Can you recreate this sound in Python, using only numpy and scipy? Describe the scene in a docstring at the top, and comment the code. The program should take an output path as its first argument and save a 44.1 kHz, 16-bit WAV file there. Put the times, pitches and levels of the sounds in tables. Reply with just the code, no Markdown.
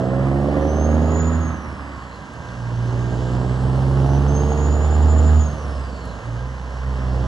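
"""A tree-lined road, heard from the verge on a phone with two microphone ports.
A heavy six-cylinder diesel truck pulls away, lifting off twice to change gear. Each press of the pedal
sweeps the firing harmonics through the pipe's resonances, so the exhaust booms and barks; the block
clatters, and the turbo spools up to a whistle on each long pull and sighs down after it.
Tyres and air hiss go on underneath, and the trunks scatter a thin tail."""
import sys
import numpy as np
from scipy import signal
from scipy.fft import rfft, irfft, next_fast_len
from scipy.io import wavfile
from scipy.ndimage import uniform_filter1d

SR = 44100
rng = np.random.default_rng(int(sys.argv[2]) if len(sys.argv) > 2 else 0)


def generate_wav(signal):
    """Clip the signal to [-1, 1] and save it as 16-bit WAV at the path in sys.argv[1]."""
    frames = np.transpose(np.atleast_2d(signal))
    scaled = np.clip(frames, -1, 1) * 32767
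    pcm = np.round(scaled).astype(np.int16)
    wavfile.write(sys.argv[1], SR, pcm)


N = 320607
TIME = np.arange(N) / SR

# cylinders in firing order: (strength [dB], lateness [firing intervals])
CYLINDERS = [(2.5, 0), (4.5, .016), (.5, -.014), (4.5, .012), (2, .03), (1.5, 0)]
# presses of the pedal, the third a blip between gears: (down [s], lifted [s], rise [s], release [s],
# drive into the pipe of harmonic 1 [dB], of harmonic 2 [dB], of harmonic 3 [dB], coasting after [dB])
PEDAL = [(-0.5, 1.37, .4, 0.33, -6, -4, 3.5, -16.5), (2.33, 5.39, 0.69, 0.28, 0, -1, -2.5, -5.5),
         (6.209, 6.41, 0.11, 0.32, 1, -6.5, -12.5, -25.5), (6.55, 8, 0.89, .25, 6, -4.5, -3, -25)]


def boom(turn, firing_hz, presses):
    """Three firing harmonics in the pipe; driving and coasting pulses partly cancel as they cross over."""
    # resonances of the exhaust pipe: (frequency [Hz], gain [dB])
    pipe = [(57, -35), (62, -28), (69, -19.5), (73, -18), (77.5, -11.5), (82, -15), (114, -18),
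            (122, -25.5), (135, -16), (140, -20), (144, -26.5), (152, -34.5), (160, -28.5), (178, -33.5),
            (192, -29.5), (212, -27), (224, -31.5), (233, -25.5), (246, -29.5)]
    _, lifted, _, _, first_db, second_db, third_db, coast_db = np.transpose(PEDAL)
    coast = np.clip(1 - presses.sum(0), 0, 1) * undb(coast_db[np.searchsorted(lifted, TIME) - 1])
    coast_overtones_db, coast_lag_turns = -18.5, .41  # without fuel the pulses are rounder and later
    fundamental = undb(first_db) @ presses, coast
    overtones = [(undb(db) @ presses ** 1.8, coast * undb(coast_overtones_db))
                 for db in (second_db, third_db)]
    out = 0
    for k, (driving, coasting) in enumerate([fundamental, *overtones], 1):
        spread = (k - 1) ** 2 * np.pi / 2  # the pipe spreads each pulse into an even drone
        phase = 2 * np.pi * k * (turn - .08) - spread
        wave = driving * np.cos(phase) + coasting * np.cos(phase - 2 * np.pi * k * coast_lag_turns)
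        pipe_db = np.interp(k * firing_hz, *np.transpose(pipe))
        out -= np.sqrt(2) * undb(pipe_db + .5 * wander(21.055)) * wave
    return out


def exhaust(stack_sound, bark_db, rasp_db, crossover_hz=620):
    """The lows make a round trip in the pipe, which sets fixed resonances; the rasp rides above them."""
    body = signal.sosfiltfilt(signal.butter(2, crossover_hz, fs=SR, output="sos"), stack_sound)
    ringing = .88 * (body + undb(-5) * delayed(body, delay_s=.0111))
    return undb(bark_db) * (ringing + undb(rasp_db) * (stack_sound - body))


def bark(pulses, puffs, high_gear):
    """Pulses spread out by the muffler chambers ring the stack, along with turbulent puffs of gas."""
    # the stack's colour in the lower gear: (frequency [Hz], relative level [dB])
    stack_low_gear = [(80, -20.5), (110, 2), (170, 1.5), (225, 3.5), (290, 6), (380, 0.5), (460, -7),
                      (545, 0.5), (650, -4), (740, -3.5), (900, -15), (1200, -26), (3000, -53),
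                      (12000, -85.5)]
    # its colour in the higher gear: (frequency [Hz], relative level [dB])
    stack_high_gear = [(80, -37), (110, 16.5), (170, -7.5), (270, 2.5), (330, -1), (445, -1), (560, -21),
                       (850, -2), (1050, -16), (1400, -25), (3000, -35.5), (12000, -90.5)]
    flow = muffler(unit(pulses)) + undb(-7) * puffs * noise()
    return (1 - high_gear) * colour(flow, stack_low_gear) + high_gear * colour(flow, stack_high_gear)


def muffler(x, hz=420, width_hz=330):
    """All-pass chambers: frequencies near hz arrive late, so a spike becomes a short wiggle."""
    radius = np.exp(-np.pi * width_hz / SR)
    poles = np.array([1, -2 * radius * np.cos(2 * np.pi * hz / SR), radius ** 2])
    return signal.lfilter(poles[::-1], poles, x)


def growl(turn, high_gear):
    """Unequal cylinders make lines of the engine cycle, wavering as their paths through the trees shift."""
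    # the lines: (frequency [multiples of the cycle rate])
    orders = [10, 16, 22, 30, 32, 38, 44, 50, 56, 62, 68]
    # their relative levels: (lower gear [dB], higher gear [dB])
    levels = [(-11, -11.5), (-18.5, -20.5), (-19, -17.5), (-4.5, -15.5), (-10, -10.5), (-11.5, -7.5),
              (-6.5, -16), (-9.5, -11), (-15.5, -11.5), (-12, -15.5), (-17, -13.5)]
    cycle_phase = 2 * np.pi * turn / len(CYLINDERS)
    out = 0
    for order, (low_db, high_db) in zip(orders, levels):
        line_db = low_db + (high_db - low_db) * high_gear + 4.5 * wander(7)
        out += np.sqrt(2) * undb(line_db) * np.sin(order * cycle_phase + .41 * wander(5.1))
    return out


def firings(turn, scatter_db=.8, jitter_turns=.005, puff_turns=.19):
    """A pulse per firing, with its cylinder's strength and timing, and the envelope of its gas puff."""
    count = np.arange(int(turn[-1]))
    strength_db, late = np.array(CYLINDERS)[count % len(CYLINDERS)].T
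    timing_chance, size_chance = rng.standard_normal((len(count), 2)).T
    onsets = np.interp(count + late + jitter_turns * timing_chance, turn, np.arange(N)).astype(int)
    size = undb(strength_db + scatter_db * size_chance)
    latest = np.maximum(np.searchsorted(onsets, np.arange(N), side="right") - 1, 0)
    puffs = size[latest] * np.exp(-np.abs(turn - turn[onsets[latest]]) / puff_turns)
    return np.bincount(onsets, size, N), unit(puffs)


def pedal_press(down, lifted, rise, release):
    """Throttle 0-1 for one press: it opens fast at first, holds, and closes evenly."""
    opening = 1 - np.clip(1 - (TIME - down) / rise, 0, 1) ** 2
    return opening * np.clip(1 - (TIME - lifted) / release, 0, 1)


def block_clatter(level_db, puffs, firing_hz):
    """The block clatters in step with the firings, and two metal parts ring at their own revs."""
    # colour of the clatter: (frequency [Hz], relative level [dB])
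    spectrum = [(300, -16), (650, -11.5), (1080, 1), (1280, -3.5), (1450, -6.5), (1700, -5.5), (2200, -9.5),
                (3000, -22.5), (3700, -26), (12000, -82.5)]
    clatter = undb(level_db + .88 * wander(14)) * colour(noise() * (1 + .17 * puffs), spectrum)
    clatter += panel(firing_hz, ring_hz=1600, ring_db=-48, shaken_hz=60.6)
    return clatter + panel(firing_hz, ring_hz=1670, ring_db=-51, shaken_hz=79.6)


def panel(firing_hz, ring_hz, ring_db, shaken_hz, span_hz=2.5):
    """A metal part rings when the firing rate comes near the one that shakes it."""
    ring = undb(ring_db) * band(2 * np.pi * ring_hz * TIME, width_hz=70)
    return ring / (1 + ((firing_hz - shaken_hz) / span_hz) ** 2)


def timing_gears(turn, block_db, throttle):
    """A rough whine at 16 times the firing rate, louder unloaded."""
    return undb(block_db - 7 - 1.5 * throttle) * band(2 * np.pi * 16 * turn, width_hz=110)


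def turbo(throttle, rush_db):
    """A fluttering blade tone with its octave, breath round it, and a rush of air following the shaft."""
    # the whistle breaks out near full boost and swells in waves: (time [s], level when pure [dB])
    swells = [(0, -73), (.5, -68), (.65, -54), (.83, -42), (1.0, -54.5), (1.14, -44), (1.27, -42),
              (1.39, -51), (1.46, -46), (1.53, -52), (1.75, -60), (2.03, -63), (2.15, -56), (2.28, -78),
              (3.1, -76), (3.4, -72), (4.0, -71), (4.06, -59), (4.17, -51.5), (4.24, -64), (4.35, -40),
              (4.52, -50), (4.68, -42), (5.02, -48.5), (5.18, -43.5), (5.31, -49.5), (5.43, -38),
              (5.51, -51), (5.75, -56), (6.1, -54), (6.4, -80), (6.85, -66), (7.27, -55)]
    tone_db, = curves(swells)
    hz = blade_hz()
    phase = 2 * np.pi * np.cumsum(hz) / SR
    tone = np.sqrt(2) * (np.sin(phase) + undb(-33) * np.sin(2 * phase))
    # hot, turbulent gas scatters the tone and makes it flicker
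    tone = (tone + undb(-9) * band(phase, 260)) * undb(3.5 * wander(50))
    # clean under throttle at high boost; otherwise mostly breath, a smeared sigh
    purity = .1 + .9 * np.interp(throttle, (.2, .8), (0, 1)) * np.interp(hz, (4000, 5600), (0, 1))
    breath = undb(np.minimum(tone_db - 11 * purity, -50)) * band(phase, 720)
    # the rush widens as the shaft speeds up, and is strongest at middling speed
    wide = np.interp(hz, (3300, 5800), (.25, 1))
    rush_phase = 1.66 * phase
    rush = np.sqrt(wide) * band(rush_phase, 2000) + np.sqrt(1 - wide) * band(rush_phase, 1000)
    rush *= undb(rush_db - 7.9 * np.abs(np.log2(hz / 3900)))
    return purity * undb(tone_db) * tone + breath + rush


def blade_hz(idle_hz=3000):
    """The turbo's pitch: an S-shaped climb on each pull, then a free run-down towards idle."""
    # pulls: (top [s], top blade tone [Hz], spool-up [s], steepness [exponent], run-down [s])
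    spools = [(1.29, 6870, 1.31, 1.85, .56), (5.27, 7120, 1.865, 2.25, .52), (9.6, 7120, 1.62, 2.25, .52)]
    above_idle = []
    for top_s, top_hz, spool_s, steepness, run_down_s in spools:
        climb = np.exp(-np.abs((TIME - top_s) / spool_s) ** steepness)
        fall = 1 / (1 + ((TIME - top_s) / run_down_s) ** 2)
        above_idle.append((top_hz - idle_hz) * np.where(TIME < top_s, climb, fall))
    return idle_hz + np.max(above_idle, axis=0)


def intake_hiss(duct_hz=6550, delay_s=.07, length_s=.11):
    """As the throttle closes after each long pull, air hisses in a resonance of the intake duct."""
    swell = sum(np.exp(-((TIME - lifted - delay_s) / length_s) ** 2) for _, lifted, *_ in PEDAL[:2])
    return undb(-54) * swell * band(2 * np.pi * duct_hz * TIME, width_hz=650)


def air_hiss(level_db, puffs):
    """Air hisses round the engine, pulsing lightly with the firings."""
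    # colour of the hiss: (frequency [Hz], relative level [dB])
    spectrum = [(1500, -18), (2900, 1.5), (3700, -5.5), (4250, -4), (5500, -6.5), (7500, -10.5),
                (9500, -19), (12000, -24.5), (15000, -46.5)]
    return undb(level_db + .5 * wander(22)) * colour(noise() * (1 + .13 * puffs), spectrum)


def tyres():
    """Tyres and distant traffic reach the microphone directly and by a bounce off the road."""
    # colour of the rumble: (frequency [Hz], relative level [dB])
    spectrum = [(20, -41.5), (45, -10.5), (70, 2.5), (130, 2.5), (200, 1), (290, 2.5), (410, 1),
                (520, -1.5), (800, -14), (1200, -14.5), (2500, -37), (12000, -67)]
    # as heard from the verge: (time [s], level [dB], delay of the bounce [s])
    course = [(0, -34.5, 0.0015), (1.5, -32, 0.0011), (2.1, -37.5, 0.0013), (2.7, -34, 0.0013),
              (4.5, -26.5, 0.0013), (5.8, -33.5, 0.0014), (6.6, -37, 0.0014), (7.27, -31, 0.0014)]
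    level_db, bounce_s = curves(course)
    rumble = colour(noise(), spectrum) * undb(1.2 * wander(9))
    return undb(level_db) * unit(rumble + undb(-1.5) * delayed(rumble, bounce_s))


def ticks():
    """Small sharp ticks, each a fast-dying band of noise."""
    # (time [s], level [dB], centre [Hz], time to fall 60 dB [s])
    strikes = [(1.802, -35, 1300, .03), (2.336, -54, 8500, .04), (2.486, -43, 3700, .03),
               (6.053, -48, 10500, .04)]
    out = np.zeros(N)
    for start, db, hz, t60 in strikes:
        ring = colour(noise(), [(hz / 3, -18), (hz, 0), (hz * 1.5, -18), (hz * 3, -40)])
        out += ring * (TIME >= start) * undb(db - 60 * np.abs(TIME - start) / t60)
    return out


def trees(x, wet_db, t60_s):
    """Trunks scatter a thin, dull tail, different at each port."""
    t = TIME[:SR]
    tail = rng.standard_normal((2, SR)) * undb(-60 * t / t60_s) * (t > .02)
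    tail = signal.sosfilt(signal.butter(1, 3000, fs=SR, output="sos"), tail)
    tail /= np.sqrt(np.sum(tail ** 2, axis=1, keepdims=True))
    return undb(wet_db) * signal.fftconvolve(x[None], tail, axes=1)[:, :N]


def diffuse_hiss():
    """A faint, steady hiss of air, unrelated at the two ports."""
    # colour of the hiss: (frequency [Hz], relative level [dB])
    spectrum = [(200, -15.5), (1500, 6), (3500, -16), (7000, -29.5), (10000, -18), (14000, -33)]
    return undb(-53.5) * np.array([colour(noise(), spectrum), colour(noise(), spectrum)])


def ports(x):
    """Sound wraps round the phone, so its two ports differ in level and phase."""
    # (frequency [Hz], lag of the right port [rad], left minus right [dB])
    port_response = [(60, -0.2, -3.0), (130, -0.16, -4.2), (220, -0.08, -5.6), (350, 0.09, -5.2),
                     (520, -0.34, -3.4), (690, -0.46, -7.4), (1000, -0.23, -3.9), (1380, 0.15, -2.7),
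                     (1600, 0.86, -2.2), (1850, 1.92, -3.0), (2150, 2.99, -2.1), (2500, 3.6, -0.1),
                     (2900, 5.02, 0.3), (3300, 5.91, 0.6), (3700, 6.28, -0.0), (5000, 6.33, 0.0),
                     (6800, 7.17, -0.3), (8800, 7.47, 0.2), (10500, 8.22, -0.0), (12000, 9.24, 0.3)]
    hz, lag, balance_db = np.transpose(port_response)
    size = 2 * next_fast_len(N // 2 + 2048)
    spectrum = rfft(np.pad(x, (0, size - N), "linear_ramp"))
    side_db = at_bins(np.c_[hz, balance_db], size) / 2
    left = spectrum * undb(side_db)
    right = spectrum * undb(-side_db) * np.exp(-1j * at_bins(np.c_[hz, lag], size))
    return irfft(np.array([left, right]), size)[:, :N]


def undb(db):
    """Decibels to gain."""
    return 10 ** (np.asarray(db) / 20)


def unit(x):
    """Scale to rms 1."""
    return x / np.sqrt(np.mean(x ** 2))


def curves(table):
    """Each column of a time table, joined by straight lines."""
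    times, *columns = np.transpose(table)
    return [np.interp(TIME, times, column) for column in columns]


def at_bins(points, size):
    """(frequency, value) points read at every bin of a transform."""
    hz, value = np.transpose(points)
    return np.interp(np.log(np.arange(size // 2 + 1) * SR / size + 1), np.log(hz), value)


def colour(x, points, size=4096):
    """Causal filter with the given spectrum, so pulses ring after they strike; rms 1."""
    cepstrum = irfft(np.log(undb(at_bins(points, size))))[:size // 2]
    cepstrum[1:] *= 2
    impulse = irfft(np.exp(rfft(cepstrum, size)))
    return unit(signal.fftconvolve(x, impulse)[:N])


def noise():
    """White noise."""
    return rng.standard_normal(N)


def wander(rate_hz):
    """Random levels held 1 / rate_hz seconds and smoothed twice; rms 1."""
    hold = max(int(SR / rate_hz), 1)
    steps = np.repeat(rng.standard_normal(N // hold + 1), hold)
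    return unit(uniform_filter1d(uniform_filter1d(steps, hold), hold)[:N])


def band(phase, width_hz):
    """A band of noise riding on a carrier's phase."""
    return wander(width_hz) * np.sin(phase) + wander(width_hz) * np.cos(phase)


def delayed(x, delay_s):
    """A copy that arrives later."""
    return np.interp(TIME - delay_s, TIME, x, left=0)


def scene():
    """The truck pulling away among the trees, as it reaches the two ports on the verge."""
    # engine speed: (time [s], firing rate [Hz])
    speed = [(0.0, 62.38), (0.6, 73.36), (1.17, 80.3), (1.42, 81.34), (2.09, 66), (2.33, 59.39),
             (2.51, 60.39), (2.69, 58.61), (3.54, 63.23), (5.0, 76.04), (5.37, 77.5), (5.65, 71.78),
             (6.21, 58.6), (6.34, 58.33), (6.48, 63.82), (6.72, 63.65), (6.9, 65.27), (6.99, 63.16),
             (7.21, 63.7), (7.27, 63.1)]
    # how hard the engine works: (time [s], bark under throttle [dB], rasp relative to the lows [dB])
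    effort = [(0, -28, 5), (.5, -23, 2), (.8, -23.5, -1), (1.08, -21.5, -4), (1.25, -24.5, -13),
              (1.48, -34, -11), (1.7, -38.5, -3), (2.3, -45, 5), (2.7, -38.5, -4), (3.08, -27.5, -9.5),
              (3.6, -28, -6.5), (4.1, -26.5, 1), (4.5, -27, 2.5), (4.8, -28, -1.5), (5.3, -24, -6.5),
              (5.5, -36.5, -3), (5.8, -37.5, -2), (6.4, -43.5, 6.5), (6.65, -45.5, 6), (7.15, -32.5, -4),
              (7.27, -31, 3.5)]
    firing_hz, = curves(speed)
    bark_db, rasp_db = curves(effort)
    presses = np.array([pedal_press(*press[:4]) for press in PEDAL])
    throttle = np.clip(presses.sum(0), 0, 1)
    high_gear = np.interp(TIME, (1.5, 2.5), (0, 1))  # crossfade over the first gear change
    cruise_hz, cruise_bark_db = 68, -32
    effort_db = bark_db - cruise_bark_db
    block_db = -38 + 6 * np.log2(firing_hz / cruise_hz) + .17 * effort_db - high_gear
    air_db = -52.5 + .26 * effort_db + 4 * high_gear
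    turn = .5 + np.cumsum(firing_hz) / SR  # one turn per firing
    pulses, puffs = firings(turn)
    stack_sound = bark(pulses, puffs, high_gear) + undb(-5) * throttle * growl(turn, high_gear)
    truck = exhaust(stack_sound, bark_db - (1 - throttle), rasp_db)  # 1 dB softer without fuel
    truck += block_clatter(block_db, puffs, firing_hz) + timing_gears(turn, block_db, throttle)
    truck += air_hiss(air_db, puffs) + tyres()
    truck += turbo(throttle, rush_db=air_db - 10) + intake_hiss() + ticks()
    background = diffuse_hiss()
    drone = boom(turn, firing_hz, presses)
    return ports(truck + drone) + trees(truck, wet_db=-20.5, t60_s=.7) + background


def record(dry):
    """The phone cuts the top steeply above 12.9 kHz."""
    return signal.sosfilt(signal.ellip(8, .2, 70, 12900, fs=SR, output="sos"), dry)


dry = scene()
out = record(dry)
generate_wav(out)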